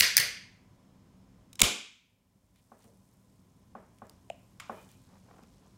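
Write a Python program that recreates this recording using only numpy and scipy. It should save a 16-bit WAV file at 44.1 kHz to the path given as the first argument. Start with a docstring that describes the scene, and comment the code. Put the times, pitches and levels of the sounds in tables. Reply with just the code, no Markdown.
"""A ring-pull is levered up on a full drink can in a small hard room: the scored lid cracks in steps as noise bursts
in broad resonances, gas vents as bright hiss, and the flap tears with a loud pop that turns the recorder's gain down.
Foam fizzes as random bubble rings, then the microphone moves over the hole; the folded tab and lid panel ring as sines.
Fingers rustle and a thin ring sounds as filtered noise. Further off are dull modal knocks and a grainy shuffle,
over coloured air noise and a low wavering hum."""
import sys
import numpy as np
from scipy import signal
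from scipy.fft import rfft, irfft
from scipy.io import wavfile
from scipy.ndimage import uniform_filter1d, minimum_filter1d

SR = 44100
rng = np.random.default_rng(int(sys.argv[2]) if len(sys.argv) > 2 else 0)


def master(y):
    """Save y as 16-bit WAV."""
    cut = np.clip(np.atleast_2d(y).T, -1, 1)
    pcm = np.round(cut * 32767)  # scale
    wavfile.write(sys.argv[1], SR, pcm.astype(np.int16))


N = 254456
T = np.arange(N) / SR

# Lid resonances, nearly sealed and then with the flap bent; each width belongs to one of two filter passes:
# (sealed frequency [Hz], width [Hz], level [dB], bent frequency [Hz], width [Hz], level [dB])
LID_MODES = [(1270, 1100, -22.5, 1200, 700, -6), (2004, 770, -1.5, 2320, 800, -2),
             (3170, 1100, -13.5, 3350, 1200, -1.5), (4660, 1100, -2, 5100, 1500, -2),
             (6200, 1300, -5.5, 6900, 2000, 0.5), (8600, 2100, -9, 8500, 1500, -6),
             (11320, 3000, -6, 10500, 2400, -3.5), (14900, 2400, -5.5, 15000, 3500, -4)]
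# Cracks and ticks of lid and tab, level before the mode gains, brightness about 5 kHz:
# (time [s], level [dB], brightness [dB/octave], resonance nearest the break [Hz], noise decay [ms], room share [dB])
CRACKS = [ (.0073, -5, -2.5, 4674, 1.04, -5.5), (0.168, -7, 4.5, 5490, 1.25, -15),
          (0.174, -19.5, 1, 4770, 1.1, -10), (.1780, -10, 2, 3153, 3, -7.5),
          (0.1841, -17.5, -0.5, 3049, 3.3, -0.5), (0.199, -21, 4, 8600, 6.2, -6),
          (1.5302, -48.5, 3, 8000, 2.4, -18.5), (1.555, -49, 2, 8058, 1.4, -12.5),
          (1.5924, -37, .3, 4885, 2.7, -8), (1.5938, -30.5, -1.5, 3296, 3.1, -3),
          (1.6034, -26, 1, 7500, 1.6, -1.5), (1.616, 2.5, 1.5, 7000, .6, -15),
          (1.6173, 10, 2, 3000, 1.8, -9.5), (2.5590, -56, -1.5, 14000, 1.86, -14.5),
          (2.8420, -59, 6, 8560, 2.15, -13), (3.9854, -56.5, -1, 10410, 0.86, -17),
          (4.055, -65, 2, 6690, 1.1, -18.5), (4.068, -65, 6, 6720, .8, -15),
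          (4.0958, -48, 4, 5000, 1.17, -14), (4.2996, -57, 0, 7000, 1.25, -17),
          (4.599, -41, -4, 1670, 5.3, -6.5), (4.889, -62.5, 2, 3600, 4.9, -6),
          (4.915, -60.5, 7, 8500, 1.5, -17), (5.4350, -60.5, -2.8, 14000, 1.1, -14)]
FLAP_BENDS_S = 1
NEAREST_DB, NEAREST_OCTAVES = 6, .3  # boost of the resonance nearest the break, its reach

# Gas through the first slit
VENT_DB, VENT_HOLD_S, VENT_FALL_DB_PER_S = -19, .007, 1896
# Pressure pushes: (time [s], peak [dB], frequency [Hz], decay before the soft onset [ms])
PUFFS = [(.004, -35.5, 92.36, 16.4), (.007, -35, 627, 1.8), (.177, -37.5, 800, 3.1), (0.189, -35, 120, 20),
         (1.603, -33.5, 242.4, 6.3), (1.614, -9.5, 199, 10), (1.626, -8, 65, 13), (2.846, -58, 430, 8.2),
         (2.849, -48.5, 106, 32)]
# Lid panel popping flat: (time [s], level [dB], frequency [Hz], swell [ms], room share [dB])
DENT = (4.3008, -28, 669.5, 6.5, -30)
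# Overtones of the snapping panel: (frequency [Hz], level [dB], t60 [s])
DENT_OVERTONES = [(2590, -34, .011), (2870, -36, .011), (7150, -40, 0.0075)]
# Modes of the strained tab: (frequency [Hz], relative level [dB], t60 [s])
TAB_MODES = [(3850, -1, .017), (5250, -2.5, .017)]
# The tab slipping on its rivet: (time [s], level before the mode levels [dB])
TAB_SLIPS = [(1.531, -47.5), (1.557, -49)]

# Foam, silent before the first row: (time [s], level [dB])
FOAM_LEVEL = [(2.2, -86.5), (2.5, -75.5), (2.84, -67.5), (2.95, -72.5), (3.6, -79), (4.1, -78.5),
              (4.58, -76), (4.7, -70), (5.77, -73.5)]
# Air over the drink, colouring the foam: (frequency [Hz], width [Hz], relative level [dB])
HEADSPACE = [(5767, 2600, -9.5), (8500, 1100, -0.5)]
BUBBLE_SPREAD_DB = 3  # scale of the random bubble strengths
LOOK_IN_S = (4.74, 5.1)  # the microphone moves over the hole
BUBBLE_HZ, HEADSPACE_DB = (7250, 4696), (-3.5, -17)  # loudest bubble pitch, headspace colour: (before, after)

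# Fingers shifting on the can: (full level from [s], hold [s], low rasp [dB], airy hiss [dB])
RUSTLE = [(2.56, .04, -69.5, -79), (2.81, .04, -68.5, -77), (4.72, 0.12, -73, -71), (4.9, 0.045, -73, -75)]
RUSTLE_DB_PER_S = (799.5, 700.5)  # (rise, fall)
# Partials of a faint thin ring, width per filter pass: (frequency [Hz], width [Hz], level [dB])
RING_PARTIALS = [(2430, 110, -1), (3040, 134, -7)]
# Its strokes, before the partial levels: (full level from [s], hold [s], level [dB])
RING_STROKES = [(4.75, 0.069, -66), (4.95, .015, -77)]
RING_DB_PER_S = (346, 220)  # (rise, fall)

# Modes of what is knocked: (frequency [Hz], relative level [dB], t60 [s])
KNOCKED_BODY = [(226, -4, 0.095), (460, -11, 0.029), (668, -11.5, 0.061), (771, 7.3, 0.018),
                (1084, 0, 0.025), (1468, -14.5, 0.043), (2620, -24, 0.0089)]
# Dull knocks further off, brightness about 790 Hz: (time [s], level before the mode levels [dB], brightness [dB/octave])
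KNOCKS = [(2.7178, -36, 0), (2.8445, -50.5, -5), (3.7515, -32, 1.3), (4.0188, -35, 1), (4.6957, -25.5, 2.5),
          (5.2870, -59.5, -2), (5.4227, -54.5, -6), (5.6601, -59, -5)]
THUD_DB = -5.5  # thud sent round the room, relative to the knock level
# Slides over a surface: (full level from [s], hold [s], level [dB])
SHUFFLE = [(4.78, 0.033, -68), (5.11, 0.055, -64.5), (5.29, .14, -62.5), (5.645, 0.019, -67)]
SHUFFLE_DB_PER_S = (300, 350)  # (rise, fall)

# Room answer, levels relative: (frequency [Hz], t60 [s], level [dB])
ROOM_BANDS = [(99, 0.23, -6.5), (235, 0.47, -0.5), (580, 0.33, 15), (1480, .5, 0.5), (2500, 0.56, -0.5),
              (4200, 0.5, 1), (7000, .45, -2), (10200, 0.35, -4.5), (13000, 0.25, -1.5), (15430, .25, -6.5)]
WALL_MS, BUILD_MS = 12, 1  # first walls answer, then the field fills up
VENT_ROOM_DB, PUFF_ROOM_DB, PING_ROOM_DB = -1.5, -7, -15.5  # shares sent round the room
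# Shape of the room air noise: (frequency [Hz], relative level [dB/Hz])
AIR_SPECTRUM = [(15, -37), (25, -16), (110, -3), (157, -6), (194, -9), (461, -19), (527, -18.5),
                (1090, -25.5), (1640, -31.5), (2460, -32.5), (2660, -37), (2890, -33.5), (5230, -39),
                (6490, -36), (15800, -52.5)]
AIR_DB = -62.5
# Wavering hum, width per filter pass: (frequency [Hz], width [Hz], level [dB])
HUM = [(51.3, 6.1, -75), (105, 39, -68.5), (190, 17, -66), (251, 42, -71.5), (1010, 100, -80.5),
       (5260, 300, -88.5)]

# Recorder: ceiling, own hiss, top cut
CEILING_DB, SELF_NOISE_DB, CUTOFF_HZ = -1.2, -82, 16600
FAST_DB_PER_S, FAST_SHARE_DB = 449, 4  # quick recovery of the first few dB
HOLD_S, RECOVER_S = 0.36, 0.89  # the rest is held, then shrinks with this time constant


def from_db(db):
    """Amplitude ratio of a level in dB."""
    return 10 ** (np.asarray(db) / 20)


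def rms_one(x):
    """Scale to an RMS of one."""
    return x / np.sqrt(np.mean(x ** 2) + 1e-30)


def peak_one(x):
    """Scale to a peak of one."""
    return x / np.max(np.abs(x))


def at_hz(points, hz, column=1):
    """Read a table column along a logarithmic frequency axis."""
    points = np.array(points)
    return np.interp(np.log(hz), np.log(points[:, 0]), points[:, column])


def in_time(rows):
    """A level curve in dB; practically silent before its first row."""
    return np.interp(T, *np.transpose(rows), left=-140)


def resonate(x, hz, width_hz):
    """One damped resonance: a two-pole filter with zeros at both ends of the spectrum."""
    radius = np.exp(-np.pi * width_hz / SR)
    poles = [1, -2 * radius * np.cos(2 * np.pi * hz / SR), radius * radius]
    return signal.lfilter([1 - radius, 0, radius - 1], poles, x)


def resonate_twice(x, hz, width_hz):
    """Two equal resonances in a row, for steeper skirts."""
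    return resonate(resonate(x, hz, width_hz), hz, width_hz)


def band(x, low_hz, high_hz):
    """Keep the band between two frequencies."""
    sos = signal.butter(2, [low_hz, min(high_hz, .45 * SR)], "band", fs=SR, output="sos")
    return signal.sosfilt(sos, x)


def add(out, s, sound):
    """Lay a sound into the track at a time in seconds."""
    i = round(s * SR)
    out[i:i + len(sound)] += sound[:N - i]


def strokes(rows, db_per_s, column=2):
    """Gain of separate strokes: each rises ahead of its start, holds for its length and falls."""
    rise, fall = db_per_s
    gain = np.zeros(N)
    for row in rows:
        start, length, level_db = row[0], row[1], row[column]
        before, after = np.maximum(start - T, 0), np.maximum(T - start - length, 0)
        gain += from_db(level_db - rise * before - fall * after)
    return gain


def struck(modes, db):
    """Freely ringing metal: a sum of dying sines."""
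    t = T[:3000]
    return sum(from_db(db + mode_db - 60 * t / t60) * np.sin(2 * np.pi * hz * t) for hz, mode_db, t60 in modes)


def cracks():
    """Tearing metal: dying noise shakes the broad lid resonances; returns direct sound and room feed."""
    out, feed, t = np.zeros(N), np.zeros(N), T[:1800]
    for s, db, tilt_db, nearest_hz, ms, room_db in CRACKS:
        tear = rng.standard_normal((len(LID_MODES), len(t))) * np.exp(-t * 1000 / max(ms, .1))
        burst, power = np.zeros(len(t)), 0
        for k, modes in enumerate(LID_MODES):
            hz, width_hz, mode_db = modes[3:] if s > FLAP_BENDS_S else modes[:3]
            near_db = NEAREST_DB * np.exp(-(np.log2(hz / nearest_hz) / NEAREST_OCTAVES) ** 2)
            gain = from_db(db + mode_db + near_db + tilt_db * np.log2(hz / 5000))
            part = gain * peak_one(resonate_twice(tear[k], hz, width_hz))
            burst += part
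            power += gain ** 2
            # summed over all directions the burst has the same energy but an even spectrum
            even = rms_one(resonate_twice(t == 0, hz, width_hz))
            add(feed, s, (-1) ** k * from_db(room_db) * np.std(part) * even)
        add(out, s, np.sqrt(power) * peak_one(burst))
    return out, feed


def vent():
    """Gas under pressure hisses brightly through the slit, as wideband noise that soon dies."""
    level_db = VENT_DB - VENT_FALL_DB_PER_S * np.maximum(T - VENT_HOLD_S, 0)
    return from_db(level_db) * rms_one(band(rng.standard_normal(N), 2200, 17000))


def puffs():
    """Released pressure thumps low and lumpy: a sine and band noise under one soft, dying envelope."""
    out, t = np.zeros(N), T[:12000]
    for s, db, hz, ms in PUFFS:
        lumps = rms_one(band(rng.standard_normal(len(t)), hz * 0.12, hz * 3.8))
        push = np.sin(2 * np.pi * hz * t) + 0.78 * lumps
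        envelope = (1 - np.exp(-t / .006)) * np.exp(-t * 1000 / ms)
        add(out, s, from_db(db) * peak_one(push * envelope))
    return out


def dent():
    """The panel swings up over a few cycles and is stopped by the finger, leaving a weak dying tail."""
    s, db, hz, ms = DENT[:4]
    out, t = np.zeros(N), T[:3000]
    swell = np.sin(np.pi * np.minimum(t * 1000 / ms, 1)) ** 2
    tail = from_db(-10.5 - 60 * t / 0.074)
    add(out, s, from_db(db) * (swell + tail) * np.sin(2 * np.pi * hz * t))
    return out


def pings():
    """Each slip sets the tab ringing thinly; the panel's overtones flash as it pops."""
    out = np.zeros(N)
    for s, db in TAB_SLIPS:
        add(out, s, struck(TAB_MODES, db))
    add(out, DENT[0], struck(DENT_OVERTONES, 0))
    return out


def foam():
    """Tiny bubbles burst at random, a few much louder, each ringing some three cycles."""
    strength_db = BUBBLE_SPREAD_DB * (np.minimum(rng.exponential(1, N), 4.8) - 3.0)
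    pulses = from_db(strength_db) * rng.choice([-1, 1], N)
    bursting = rng.random(N) < 1200 / SR  # about 1200 a second
    born = pulses * bursting + 0.077 * rng.standard_normal(N)
    pitch_class, loudest_hz = rng.integers(0, 12, N), np.interp(T, LOOK_IN_S, BUBBLE_HZ)
    rings = np.zeros(N)
    for k, hz in enumerate(np.geomspace(2200, 14500, 12)):
        weight = from_db(-6.0 * np.log2(hz / loudest_hz) ** 2)
        rings += weight * resonate(born * (pitch_class == k), hz, hz / 3.1)
    hollow = sum(from_db(db) * resonate(rings, hz, width_hz) for hz, width_hz, db in HEADSPACE)
    colour = from_db(np.interp(T, LOOK_IN_S, HEADSPACE_DB))
    # the hollow part is fed by rings 1.5 times weaker than the direct ones
    fizz = 1.5 * rings + colour * 1.5 * hollow / 1.5
    return from_db(in_time(FOAM_LEVEL)) * rms_one(fizz)


def rustle():
    """Skin rubs softly on metal: a low rasp and an airy hiss of noise."""
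    rasp = rms_one(band(rng.standard_normal(N), 1800, 4450))
    airy = rms_one(band(rng.standard_normal(N), 5000, 15800))
    rasp_gain = strokes(RUSTLE, RUSTLE_DB_PER_S)
    airy_gain = strokes(RUSTLE, RUSTLE_DB_PER_S, column=3)
    return rasp_gain * rasp + airy_gain * airy


def thin_ring():
    """A faint ring made of noise in two narrow resonances."""
    partials = [from_db(db) * rms_one(resonate_twice(rng.standard_normal(N), hz, width_hz))
                for hz, width_hz, db in RING_PARTIALS]
    return strokes(RING_STROKES, RING_DB_PER_S) * sum(partials)


def knocks():
    """A soft contact starts every mode of the body at once; a broad thud goes round the room."""
    out, feed, t = np.zeros(N), np.zeros(N), T[:8000]
    thud = peak_one(band(band(t == 0, 147, 1560), 130, 2140))
    for s, db, tilt_db in KNOCKS:
        for hz, mode_db, t60 in KNOCKED_BODY:
            level_db = db + mode_db + tilt_db * np.log2(hz / 790)
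            soft_start = 1 - np.exp(-t * hz * 0.71)
            add(out, s, from_db(level_db - 60 * t / t60) * soft_start * np.sin(2 * np.pi * hz * t))
        add(feed, s, from_db(db + THUD_DB) * thud)
    return out, feed


def shuffle():
    """Something slides over a surface: uneven dull grains of noise."""
    unevenness_db = 4.3 * rms_one(band(rng.standard_normal(N), 9.3, 115))
    grains = rng.standard_normal(N) * from_db(unevenness_db)
    return strokes(SHUFFLE, SHUFFLE_DB_PER_S) * rms_one(band(grains, 310, 1160))


def room(x, wall_ms, build_ms):
    """Dense echoes: noise that builds up after the first wall and dies band by band; energy 1."""
    t, edges = T[:SR], 70 * 2 ** np.arange(0, 7.9, .25)
    tail = np.zeros(SR)
    for low in edges[:-1]:
        hz = low * 2 ** (1 / 8)
        level_db = at_hz(ROOM_BANDS, hz, column=2) - 60 * t / at_hz(ROOM_BANDS, hz)
        tail += band(rng.standard_normal(SR), low, low * 2 ** (1 / 4)) * from_db(level_db)
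    tail *= 1 - np.exp(-np.maximum(t * 1000 - wall_ms, 0) / build_ms)
    return signal.fftconvolve(x, tail / np.sqrt(np.sum(tail ** 2)))[:N]


def room_tone():
    """Steady coloured air noise with a few narrow wavering hums, each resonated from noise."""
    hz = np.maximum(np.fft.rfftfreq(N, 1 / SR), 1)
    spectrum = rfft(rng.standard_normal(N)) * from_db(at_hz(AIR_SPECTRUM, hz))
    air = from_db(AIR_DB) * rms_one(irfft(spectrum, N))
    hums = [from_db(db) * rms_one(resonate_twice(rng.standard_normal(N), hum_hz, width_hz))
            for hum_hz, width_hz, db in HUM]
    return air + sum(hums)


def scene():
    """The can close to the microphone, its room answer, the sounds further off and the room tone."""
    lid, lid_feed = cracks()
    gas, push, pop, thin = vent(), puffs(), dent(), pings()
    far, thuds = knocks()
    feed = lid_feed + from_db(VENT_ROOM_DB) * gas + from_db(PUFF_ROOM_DB) * push
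    feed += from_db(DENT[4]) * pop + from_db(PING_ROOM_DB) * thin
    wet = room(feed, WALL_MS, BUILD_MS) + room(thuds, 0.63, 0.78)
    can = lid + gas + push + pop + thin + foam() + rustle() + thin_ring()
    return (can + far + shuffle() + wet + room_tone())[None]


def released(level, fall_per_s):
    """Jumps up with the demand, sinks at a set pace."""
    return np.maximum.accumulate(level + fall_per_s * T) - fall_per_s * T


def record(dry):
    """A limiter ducks just ahead of an overload, gives a little back at once, holds the rest and creeps up; hiss, top cut."""
    over_db = np.maximum(20 * np.log10(np.abs(dry[0]) + 1e-9) - CEILING_DB, 0)
    # a straight fall of the logarithm makes the cut in dB shrink exponentially
    slow_db = np.exp(released(np.log(np.maximum(over_db - FAST_SHARE_DB, 1e-6)), 1 / RECOVER_S))
    hold = round(HOLD_S * SR)
    # largest cut within the hold time
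    held_db = -minimum_filter1d(np.pad(-slow_db, (hold, 0)), hold + 1, origin=hold // 2)[hold:]
    duck_db = np.maximum(held_db, released(over_db, FAST_DB_PER_S))
    ahead_db = uniform_filter1d(np.pad(duck_db[30:], (0, 30), "edge"), size=40)
    ceiling = from_db(CEILING_DB)
    limited = np.clip(dry * from_db(-ahead_db), -ceiling, ceiling)
    hiss = from_db(SELF_NOISE_DB) * band(rng.standard_normal(dry.shape), 60, 15500)
    top_cut = signal.cheby2(12, 50, CUTOFF_HZ, fs=SR, output="sos")
    return signal.sosfilt(top_cut, limited + hiss)


dry = scene()
out = record(dry)
master(out)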